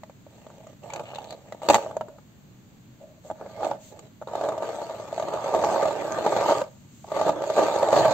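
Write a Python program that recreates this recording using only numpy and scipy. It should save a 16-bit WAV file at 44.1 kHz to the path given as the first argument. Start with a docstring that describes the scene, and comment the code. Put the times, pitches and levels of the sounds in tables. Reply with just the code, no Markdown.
"""A hollow plastic toy car on a concrete yard, heard close over a steady low outdoor rumble.
First it is turned in the hand: knocks, rubs, creaks. At 1.7 s it drops on its hard wheels, bounces
and rattles to rest. From 3 s fingers slide on it and nudge it; at 4.3 s and 7.1 s it is pushed along.
Each knock, stone and grain of grit booms in the shell and snaps at the surface; on the blows,
loose axles chatter and the chassis thumps."""
import sys
import numpy as np
from scipy import signal
from scipy.fft import rfft, irfft, next_fast_len
from scipy.io import wavfile
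from scipy.ndimage import uniform_filter1d, map_coordinates

SR = 44100
rng = np.random.default_rng(int(sys.argv[2]) if len(sys.argv) > 2 else 0)


def to_wav(sig):
    """Store sig (one row per channel, or 1-D mono) as 16-bit WAV at the path in sys.argv[1].

    Samples outside -1..1 are clipped; the rate is SR.
    """
    pcm = np.clip(np.atleast_2d(sig), -1, 1) * 32767
    pcm = np.round(pcm).astype(np.int16)
    wavfile.write(sys.argv[1], SR, pcm.T)  # frames by channels


N = 358533

# Outdoor rumble and hiss. Each row: frequency in Hz, relative spectral density in dB.
AIR_SPECTRUM = [(20, -20), (45, -22), (70, -11), (100, -6.5), (128, 0.5), (155, -6.5), (195, -3.5),
                (260, -9), (400, -19), (700, -24), (1100, -27), (2000, -30), (4000, -32.5), (16000, -32.5)]
# Left-right likeness of the air. Each row: frequency in Hz, correlation from 0 to 1.
AIR_CORRELATION = [(30, 0.9), (130, 0.9), (500, 0.5), (1500, 0.07), (4000, 0.01)]
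# Shell driven through the wheels. Each row: frequency in Hz, gain in dB.
SHELL_VIA_WHEELS = [(29, -67), (50, -44.5), (122, -12.5), (211, -21), (310, -12), (420, -4.5), (480, -6),
                    (568, 1), (648, -1), (770, -5), (835, -5.5), (905, -3), (1050, -15), (1190, -6.5),
                    (1360, -20), (1560, -22), (1810, -30), (2600, -52.5), (3380, -75), (5720, -120)]
# Shell when struck. Each row: frequency in Hz, gain in dB.
SHELL_STRUCK = [(30, -47), (100, -19.5), (240, -17.5), (330, -7.5), (430, -4.5), (600, -0.5), (700, -3),
                (780, -0.5), (880, 2.5), (1020, -8.5), (1170, -4), (1450, -13.5), (2000, -28), (3500, -43)]
# Slow modes of the hollow body. Each row: frequency in Hz, relative level in dB, T60 in seconds.
BODY_MODES = [(591, -26.5, 0.036), (635, -31, 0.27), (843, -28.5, .09), (1150, -38, .056)]
# Chassis on its axles. Each row: frequency in Hz, relative level in dB, T60 in seconds.
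CHASSIS_MODES = [(127, 1.5, 0.052), (252, 0.5, 0.062)]
# Hard plastic snapping on stone. Each row: frequency in Hz, gain in dB.
SNAP_SPECTRUM = [(500, -26.5), (1200, -9), (1800, 5), (2500, 3.5), (3300, 1.5), (4300, 2.5), (5500, 0),
                 (7000, -0.5), (8500, 0.5), (12000, -7.5), (16000, -10)]
# Skin sliding on plastic. Each row: frequency in Hz, gain in dB.
SKIN_SPECTRUM = [(1000, -28.5), (2200, -7.5), (4500, -6.5), (6500, -1.5), (8000, -0.5), (13000, -8.5)]
# Shell level at the two microphone ports. Each row: frequency in Hz, left minus right in dB.
PORT_BALANCE_DB = [(200, -1), (700, -1), (950, -2.5), (1150, 1), (1600, 3.5), (2100, -1)]
# Shell phase at the ports. Each row: frequency in Hz, lead of the left in radians.
PORT_LEAD_RAD = [(50, 0.44), (300, -0.72), (900, 0.21), (1250, 0.77), (1500, -0.44), (1750, -1.5)]
# Microphone colour. Each row: frequency in Hz, gain in dB.
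MIC_RESPONSE = [(4600, 2), (4900, -5), (5950, -3), (6300, 4), (7550, 4), (7850, -2), (8500, -5.5),
                (8950, -48), (11200, -34), (11650, -6), (15400, -3)]

# Fingertip slides. Each row: start in seconds, length in seconds, level in dB.
FINGER_SLIDES = [(3.222, 0.1, -53), (3.777, 0.17, -52), (6.63, 0.28, -64), (6.871, 0.32, -58.5)]
# Creaks in the grip. Each row: start in seconds, length in seconds, level in dB, resonance in Hz.
GRIP_CREAKS = [(0.887, 0.13, -56.5, 2400), (1.045, 0.18, -55.5, 2620), (1.244, 0.12, -60, 3970)]
# Soft hollow notes fading in the shell. Each row: start in seconds, length in seconds, level in dB.
BODY_HUMS = [(1.773, 0.1406, -40), (2.011, 0.18, -43), (3.007, 0.21, -49), (3.245, 0.088, -46.5),
             (3.756, 0.32, -51.5), (6.602, 0.054, -30.5), (6.655, 0.066, -52)]
# Fingers and string rubbing. Each row: start in seconds, length in seconds, boom in dB, hiss in dB.
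HAND_RUBS = [(0.296, 0.46, -58, -64), (0.82, 0.54, -46.5, -58), (0.933, 0.1, -40, -73),
             (1.357, 0.41, -56, -64.5), (1.536, 0.03, -40.5, -62), (1.622, 0.16, -39.5, -50.5),
             (2.999, 0.052, -58, -67), (3.237, 0.081, -53.5, -68), (3.912, 0.18, -54.5, -63.5)]
# Knocks on the car. Each row: start in seconds, relative peak in dB, shell pitch in Hz,
# relative crack level in dB, crack pitch in Hz.
SHELL_KNOCKS = [(0.034, -27.5, 620, -18.5, 2000), (0.097, -31.5, 583, -23.5, 2270),
                (0.266, -33.5, 610, -36, 3800), (0.466, -28.5, 615, -26, 3350),
                (0.502, -32, 560, -26, 6830), (0.669, -33, 603, -20, 7000), (0.834, -40, 540, -11, 2740),
                (0.902, -28.5, 800, -12, 2290), (0.935, -22, 482, -11.5, 6700), (0.96, -29, 484, -8, 2430),
                (0.995, -22, 587, -19, 2440), (1.103, -31, 888, -19, 2330), (1.134, -24, 764, -39, 2370),
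                (1.147, -30.5, 571, -9, 4000), (1.157, -29.5, 538, -8, 3630), (1.184, -21, 820, -22, 2790),
                (1.217, -32, 700, -18, 3730), (1.242, -33.5, 710, -9, 4130), (1.306, -31.5, 650, -5, 4300),
                (1.325, -29.5, 711, -11, 3970), (1.523, -22, 600, -18.5, 1990),
                (1.618, -22.5, 608, -24, 2170), (1.783, -16.5, 610, -29, 4290),
                (1.824, -27.5, 600, -16, 2700), (1.863, -18, 604, -35, 2080), (1.911, -23, 622, -30, 3310),
                (1.967, -12, 610, -30.5, 6740), (2.01, -14.5, 667, -29.5, 2940),
                (2.084, -29, 405, -26.5, 7370), (2.185, -34, 630, -24.5, 2100),
                (3.301, -18, 660, -35, 2090), (3.312, -17, 574, -31, 7390), (3.412, -22.5, 595, -47, 3990),
                (3.462, -25.5, 554, -30, 2080), (3.607, -23.5, 650, -26, 3040),
                (3.631, -12.5, 686, -34, 3210), (3.645, -17, 602, -23, 3000), (3.654, -21, 592, -23, 2190),
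                (3.714, -12.5, 607, -33, 3590), (3.732, -25, 570, -32, 3000), (3.991, -35, 1170, -5, 7300),
                (4.215, -24, 565, -35, 6570), (4.223, -22.5, 602, -33, 6500),
                (4.273, -20, 522, -26.5, 3920), (4.285, -22, 587, -30, 2430)]
# Wheel after wheel landing, then one bounce. Each row: start in seconds, relative peak in dB,
# shell pitch in Hz, relative crack level in dB, crack pitch in Hz, chatter decay in seconds.
WHEEL_IMPACTS = [(1.687, -5.5, 902, -12.5, 4500, .002), (1.6995, 1, 880, -17, 2540, .003),
                 (1.7035, -4, 590, -17.5, 2800, .002), (1.7068, -2, 620, -20.5, 6800, .0015),
                 (1.733, -14, 870, -14, 3500, .005), (1.7432, -1.5, 900, -15.5, 6800, .003),
                 (1.752, -5, 854, -17, 1900, .005), (1.759, -6, 877, -19, 1860, .005)]
# Stones under the wheels. Each row: start in seconds, relative peak in dB, shell pitch in Hz.
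STONE_JOLTS = [(4.333, -24, 766), (4.353, -12.5, 635), (4.411, -14.5, 570), (4.437, -15.5, 634),
               (4.449, -15, 670), (4.468, -29, 595), (4.487, -13.5, 614), (4.521, -20.5, 602),
               (4.578, -18, 635), (4.623, -17.5, 680), (4.631, -18.5, 610), (4.671, -29, 602),
               (4.689, -21.5, 592), (4.731, -27.5, 620), (4.817, -23.5, 597), (4.896, -23, 570),
               (4.998, -22.5, 624), (5.127, -18, 620), (5.178, -16.5, 656), (5.185, -23, 603),
               (5.198, -14.5, 596), (5.224, -18, 644), (5.284, -17.5, 645), (5.327, -23.5, 620),
               (5.336, -14, 593), (5.348, -22, 576), (5.361, -19.5, 581), (5.442, -19, 592),
               (5.46, -18, 624), (5.539, -12.5, 790), (5.547, -6, 665), (5.556, -15, 615), (5.638, -9, 818),
               (5.646, -11, 580), (5.708, -18.5, 515), (5.798, -18, 660), (5.828, -10.5, 446),
               (5.855, -11.5, 650), (5.882, -13.5, 630), (5.908, -14, 860), (6.044, -21.5, 596),
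               (6.185, -12, 635), (6.248, -14, 525), (6.263, -6, 900), (6.275, -17, 602), (6.323, -13, 635),
               (6.331, -15, 540), (6.364, -8.5, 900), (6.382, -19, 602), (6.411, -9, 530),
               (6.427, -12.5, 635), (6.46, -10, 893), (6.487, -12, 647), (6.495, -8.5, 559),
               (6.509, -6.5, 598), (6.521, -7, 673), (6.615, -13, 517), (7.043, -30, 660),
               (7.118, -15, 577), (7.165, -13.5, 552), (7.172, -16, 624), (7.212, -10, 602),
               (7.266, -12, 690), (7.279, -13.5, 635), (7.293, -9, 920), (7.42, -15.5, 614),
               (7.438, -17, 576), (7.5, -11, 630), (7.567, -15.5, 570), (7.579, -9.5, 635),
               (7.591, -3.5, 602), (7.61, -15, 653), (7.627, -12, 620), (7.665, -13.5, 624),
               (7.683, -12, 600), (7.76, -12.5, 549), (7.828, -9, 596), (7.842, -14.5, 570),
               (7.886, -10.5, 610), (7.928, -3.5, 570), (7.939, -11, 580), (7.949, -11, 630),
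               (7.963, -6, 586), (7.975, -4, 630), (7.983, -10.5, 570), (7.992, -7.5, 580),
               (8.007, -9, 680), (8.053, -4.5, 635), (8.078, -13.5, 621), (8.11, -9, 570)]
# A short nudge and two long pushes, one curve each. Each row: time in seconds,
# relative grind level in dB, relative boom offset in dB.
PUSH_CURVES = [
    [(3.35, -81, 28), (3.378, -66, 19), (3.416, -66, 29.5), (3.502, -59, 15), (3.55, -60, 15.5),
     (3.648, -48, 24), (3.7, -54, 21), (3.716, -55.5, 25.5), (3.772, -65, 23), (3.78, -79, -1)],
    [(4.28, -59.5, 21), (4.42, -50.5, 23.5), (4.6, -58, 23.5), (4.64, -48.5, 19), (5.04, -55, 19),
     (5.4, -50, 22), (5.72, -42.5, 24), (6.03, -48.5, 20.5), (6.5, -40.5, 19), (6.6, -45.5, 22),
     (6.69, -67, 16.5)],
    [(7.06, -62, 16), (7.164, -45.5, 21.5), (7.292, -43.5, 21.5), (7.34, -55, 25.5), (7.55, -43.5, 15),
     (7.58, -40, 25), (7.736, -43, 20), (7.9, -45, 24), (7.966, -37.5, 21.5), (8.04, -40.5, 23.5),
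     (8.13, -38.5, 19.5)],
]


def gain_of(db):
    """Decibels to amplitude."""
    return 10 ** (np.asarray(db) / 20)


def unit_rms(x):
    """Scales to an rms of 1."""
    return x / np.sqrt(np.mean(x ** 2) + 1e-20)


def lookup(points, hz):
    """Interpolates on a log-frequency axis."""
    points_hz, values = np.transpose(points)
    return np.interp(np.log(hz + 1), np.log(points_hz + 1), values)


def add(mix, start_s, sound):
    """Mixes a sound in, in place."""
    part = mix[..., max(round(start_s * SR), 0):][..., :sound.shape[-1]]
    part += sound[..., :part.shape[-1]]


def colour(x, spectrum, focus_hz=1000, focus_db=0, width_oct=.3, size=4096):
    """Minimum-phase filter: the given spectrum plus an optional broad resonance."""
    hz = abs(np.fft.fftfreq(size, 1 / SR))
    bump = np.exp(-.5 * (np.log2((hz + 1) / focus_hz) / width_oct) ** 2)
    log_gain = np.log(gain_of(lookup(spectrum, hz) + focus_db * bump))
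    response = np.fft.ifft(np.exp(np.conj(signal.hilbert(log_gain)))).real[:size // 2]
    return signal.oaconvolve(np.atleast_2d(x), response[None], axes=1)[:, :x.shape[-1]]


def resonate(x, hz, width_hz):
    """One resonance; hz is a constant or a curve."""
    carrier = np.exp(2j * np.pi * np.cumsum(hz * np.ones(N)) / SR)
    pole = np.exp(-np.pi * width_hz / SR)
    return (carrier * signal.lfilter([1 - pole], [1, -pole], x / carrier + 1e-18)).real


def stroke(start_s, length_s, level_db, attack_s, release_s, sag_db_per_s=0):
    """Envelope of one sound: rise, hold or sag, release."""
    t = np.arange(N) / SR - start_s
    gate = np.clip(t / attack_s, 0, 1) * np.clip((length_s - t) / release_s, 0, 1)
    return gate * gain_of(level_db - sag_db_per_s * np.clip(t, 0, length_s))


def clicks(per_s, spread_db):
    """Random contacts of either sign, mostly small, a few large."""
    size = gain_of(spread_db * np.minimum(rng.exponential(1, N), 4))
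    return size * rng.choice([-1, 1], N) * (rng.random(N) < per_s / SR)


def tail(x, t60_s, delay_s=0):
    """Dense reflections of unit energy, different at each port."""
    t = np.arange(round((t60_s + delay_s) * SR) + 1) / SR
    decay = gain_of(-60 * t / t60_s) * (t >= delay_s)
    taps = rng.standard_normal((2, SR))[:, :len(t)] * decay[:SR]
    taps /= np.linalg.norm(taps, axis=1, keepdims=True)
    return signal.oaconvolve(np.atleast_2d(x), taps, axes=1)[:, :N]


def air(level_db=-53):
    """Steady distant rumble, nearly alike at both ports, with a faint hiss."""
    hz = np.fft.rfftfreq(N, 1 / SR)
    left, independent = rfft(rng.standard_normal((2, N)))
    correlation = np.clip(lookup(AIR_CORRELATION, hz), -1, 1)
    right = correlation * left + np.sqrt(1 - correlation ** 2) * independent
    spectra = np.array([left, right]) * gain_of(lookup(AIR_SPECTRUM, hz))
    return gain_of(level_db) * unit_rms(irfft(spectra, N))


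def reflections(car):
    """Early scatter from ground and hand, then the yard walls."""
    scatter_hz_db = [(300, -5.0), (800, -15.5), (1400, -5.0), (3000, -11.5)]
    near = colour(tail(car, t60_s=0.028, delay_s=0.0066), scatter_hz_db)
    yard = gain_of(-21.5) * tail(car, t60_s=0.44, delay_s=0.015)
    return near + yard


def sliding(swell_s=0.062):
    """Skin hisses faintly on smooth plastic, swelling and fading."""
    touch = sum(stroke(*row, swell_s, swell_s) for row in FINGER_SLIDES)
    return unit_rms(colour(rng.standard_normal((2, N)), SKIN_SPECTRUM)) * touch


def creaking():
    """Uneven slips of plastic on plastic ring a resonance that moves with the grip."""
    grip = sum(stroke(*row[:3], attack_s=0.01, release_s=0.029) for row in GRIP_CREAKS)
    start_s, length_s, _, pitch_hz = np.transpose(GRIP_CREAKS)
    hz = np.interp(np.arange(N) / SR, start_s + length_s / 2, pitch_hz)
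    slips = tail(clicks(per_s=350, spread_db=3), t60_s=.005)
    creak = resonate(resonate(slips, hz, width_hz=2000), hz, width_hz=1200)
    return unit_rms(creak) * grip


def body_hum():
    """Soft hollow 600 Hz notes fade in the shell after a landing, knock, stop or light touch."""
    note = rng.standard_normal(N)
    for _ in range(2):
        note = resonate(note, hz=600, width_hz=90)
    envelope = sum(stroke(*row, attack_s=0.0088, release_s=0.035, sag_db_per_s=77.5)
                   for row in BODY_HUMS)
    return unit_rms(note) * envelope


def at_ports(x):
    """The shell reaches the two ports with slightly different level and phase."""
    size = next_fast_len(N)
    hz = np.fft.rfftfreq(size, 1 / SR)
    left = gain_of(lookup(PORT_BALANCE_DB, hz) / 2) * np.exp(.5j * lookup(PORT_LEAD_RAD, hz))
    return irfft(rfft(x, size) * np.array([left, 1 / left]), size)[:, :N]


def body_ring(boom):
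    """The boom plus the brief ring of the hollow body."""
    t = np.arange(SR // 2) / SR
    ring = sum(gain_of(db - 60 * t / t60_s) * np.cos(2 * np.pi * hz * t) for hz, db, t60_s in BODY_MODES)
    return boom + gain_of(-28.5) * signal.oaconvolve(boom, ring[None], axes=1)[:, :N]


def chassis_thump(t, attack_s=.005):
    """The chassis bounces on its axles, slightly detuned on each blow."""
    detunes = rng.uniform(.92, 1.08, len(CHASSIS_MODES))
    modes = sum(gain_of(db - 60 * t / t60_s) * np.sin(2 * np.pi * hz * detune * t)
                for (hz, db, t60_s), detune in zip(CHASSIS_MODES, detunes))
    return modes * (1 - np.exp(-t / attack_s))


def blows(rows, shell, trim_db, crack_trim_db, chatter, focus_db, crack_focus_db, crack_s, thump_db):
    """Boom and crack: a blow drives shell and chassis, loose parts chatter, the contact snaps."""
    boom, crack = np.zeros((1, N)), np.zeros((2, N))
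    t = np.arange(4096) / SR
    crush = t * np.exp(-t / crack_s)  # grit gives way
    for start_s, peak_db, shell_hz, crack_db, crack_hz, chatter_s in rows:
        fade = np.exp(-t / chatter_s)
        noise = rng.standard_normal((3, len(t)))
        force = (t == 0) + chatter * noise[0] * fade / np.linalg.norm(fade)
        thud = colour(force, shell, shell_hz, focus_db, width_oct=0.14)
        thud *= gain_of(peak_db + trim_db) / abs(thud).max()
        thump = gain_of(peak_db + trim_db + thump_db) * chassis_thump(t)
        snap = colour(noise[1:] * crush, SNAP_SPECTRUM, crack_hz, crack_focus_db, width_oct=0.1)
        add(boom, start_s, thud + thump)
        add(crack, start_s, unit_rms(snap) * thud.std() * gain_of(crack_db + crack_trim_db))
    return boom, crack


def contact_drift(x, depth_db, patch_hz, patch_s):
    """Resonances come and go as the contact points move over wheels and shell."""
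    hz, t, spectra = signal.stft(x, SR, nperseg=512)
    grid = np.meshgrid(hz / patch_hz, t / patch_s, indexing="ij")
    patches = [map_coordinates(rng.standard_normal((200, 400)), grid, order=1, mode="wrap") for _ in x]
    return signal.istft(spectra * gain_of(depth_db * np.array(patches)), SR, nperseg=512)[1][:, :N]


def scraping(boom_gain, hiss_gain, per_s, spread_db, lurch_db, sand_db, tick_db, panel_db):
    """Boom and hiss: grit drives the shell and snaps on its surface; sand fizzes, coarse grains tick."""
    # The load lurches as tread blocks land.
    lurch = unit_rms(uniform_filter1d(uniform_filter1d(rng.standard_normal(N), size=220), size=110))
    load = gain_of(lurch_db * lurch)
    contacts = clicks(per_s, spread_db) * load
    boom = colour(contacts, SHELL_VIA_WHEELS, focus_hz=1210, focus_db=panel_db)  # grip damps the panels
    boom = contact_drift(boom, depth_db=1.5, patch_hz=123.0, patch_s=.09)
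    # Moving panels face each port differently.
    boom = contact_drift(np.vstack([boom, boom]), depth_db=3.5, patch_hz=222, patch_s=.15)
    sand = unit_rms(np.array([clicks(per_s=2600, spread_db=2.0) for _ in range(2)]) * load)
    ticks = unit_rms(tail(clicks(per_s=45, spread_db=3), t60_s=.004))
    snaps = unit_rms(tail(contacts, t60_s=0.0077))
    hiss = colour(snaps + gain_of(sand_db) * sand + gain_of(tick_db) * ticks, SNAP_SPECTRUM)
    hiss = contact_drift(hiss, depth_db=5.5, patch_hz=303.2, patch_s=.04)
    return unit_rms(boom) * boom_gain, unit_rms(hiss) * hiss_gain


def handling():
    """Sparse small contacts: hand rubs, and the axle rattle that dies away after the drop."""
    edges = dict(attack_s=0.0053, release_s=0.02)
    settle = dict(start_s=1.684, length_s=0.32, **edges)
    boom_gain = sum(stroke(start_s, length_s, db, **edges) for start_s, length_s, db, _ in HAND_RUBS)
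    hiss_gain = sum(stroke(start_s, length_s, db, **edges) for start_s, length_s, _, db in HAND_RUBS)
    boom_gain += stroke(level_db=-27, sag_db_per_s=70, **settle)
    hiss_gain += stroke(level_db=-34, sag_db_per_s=117, **settle)
    return scraping(boom_gain, hiss_gain, per_s=400, spread_db=1.0, lurch_db=-1.1,
                    sand_db=-3.5, tick_db=-8.5, panel_db=-7.5)


def knocking(chatter_s=0.0036):
    """Short dry blows from the fingers and from the car rocking on its wheels."""
    rows = [(*knock, chatter_s) for knock in SHELL_KNOCKS]
    return blows(rows, SHELL_STRUCK, trim_db=-6.0, crack_trim_db=9.5, chatter=1.0,
                 focus_db=9.5, crack_focus_db=11.5, crack_s=0.0016, thump_db=-23)


def landing():
    """Hard wheels hit concrete: sharp cracks and a heavy thump."""
    return blows(WHEEL_IMPACTS, SHELL_STRUCK, trim_db=-4.5, crack_trim_db=8.5, chatter=1.0,
                 focus_db=6.5, crack_focus_db=8.5, crack_s=0.0016, thump_db=-20)


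def jolting(crack_db=-27, crack_hz=3800, chatter_s=0.0041):
    """Each stone under a wheel cracks, shakes the axles and thumps the chassis."""
    rows = [(*jolt, crack_db, crack_hz, chatter_s) for jolt in STONE_JOLTS]
    return blows(rows, SHELL_VIA_WHEELS, trim_db=-4.0, crack_trim_db=8, chatter=1.11,
                 focus_db=7, crack_focus_db=3, crack_s=0.002, thump_db=-26)


def rolling(boom_trim_db=-6, hiss_trim_db=1.5, hard_push_db=-41.5, ring_db_per_db=2):
    """Dense grit under the wheels, louder with the push; a hard push makes the wheels ring."""
    t = np.arange(N) / SR
    times_s, grind_db, shell_db = np.vstack(PUSH_CURVES).T
    moving = sum((t >= push[0][0]) * (t <= push[-1][0]) * 1. for push in PUSH_CURVES)
    push_db = np.interp(t, times_s, grind_db)
    grind = uniform_filter1d(moving, size=300) * gain_of(push_db)
    boom_gain = grind * gain_of(np.interp(t, times_s, shell_db) + boom_trim_db)
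    boom, hiss = scraping(boom_gain, grind * gain_of(hiss_trim_db), per_s=1200, spread_db=1.43,
                          lurch_db=1.16, sand_db=3, tick_db=-4.0, panel_db=-1.0)
    wheel_ring = np.array([resonate(port, hz=4660, width_hz=660) for port in hiss])
    ring_db = 2 + ring_db_per_db * (push_db - hard_push_db)
    return boom, hiss + wheel_ring * gain_of(ring_db)


def scene():
    """The car, its reflections and the open air."""
    booms, surface_sounds = zip(knocking(), landing(), jolting(), handling(), rolling())
    shell = at_ports(body_ring(sum(booms)) + body_hum())
    car = shell + sum(surface_sounds) + creaking() + sliding()
    return car + reflections(car) + air()


def record(dry, ceiling=.95, cutoff_hz=15750):
    """Microphone colour, soft overload on the hardest blows, band limit."""
    saturated = ceiling * np.tanh(colour(dry, MIC_RESPONSE) / ceiling)
    low_pass = signal.firwin(511, cutoff_hz, window=("kaiser", 9), fs=SR)
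    return signal.oaconvolve(saturated, low_pass[None], "same", axes=1)


dry = scene()
out = record(dry)
to_wav(out)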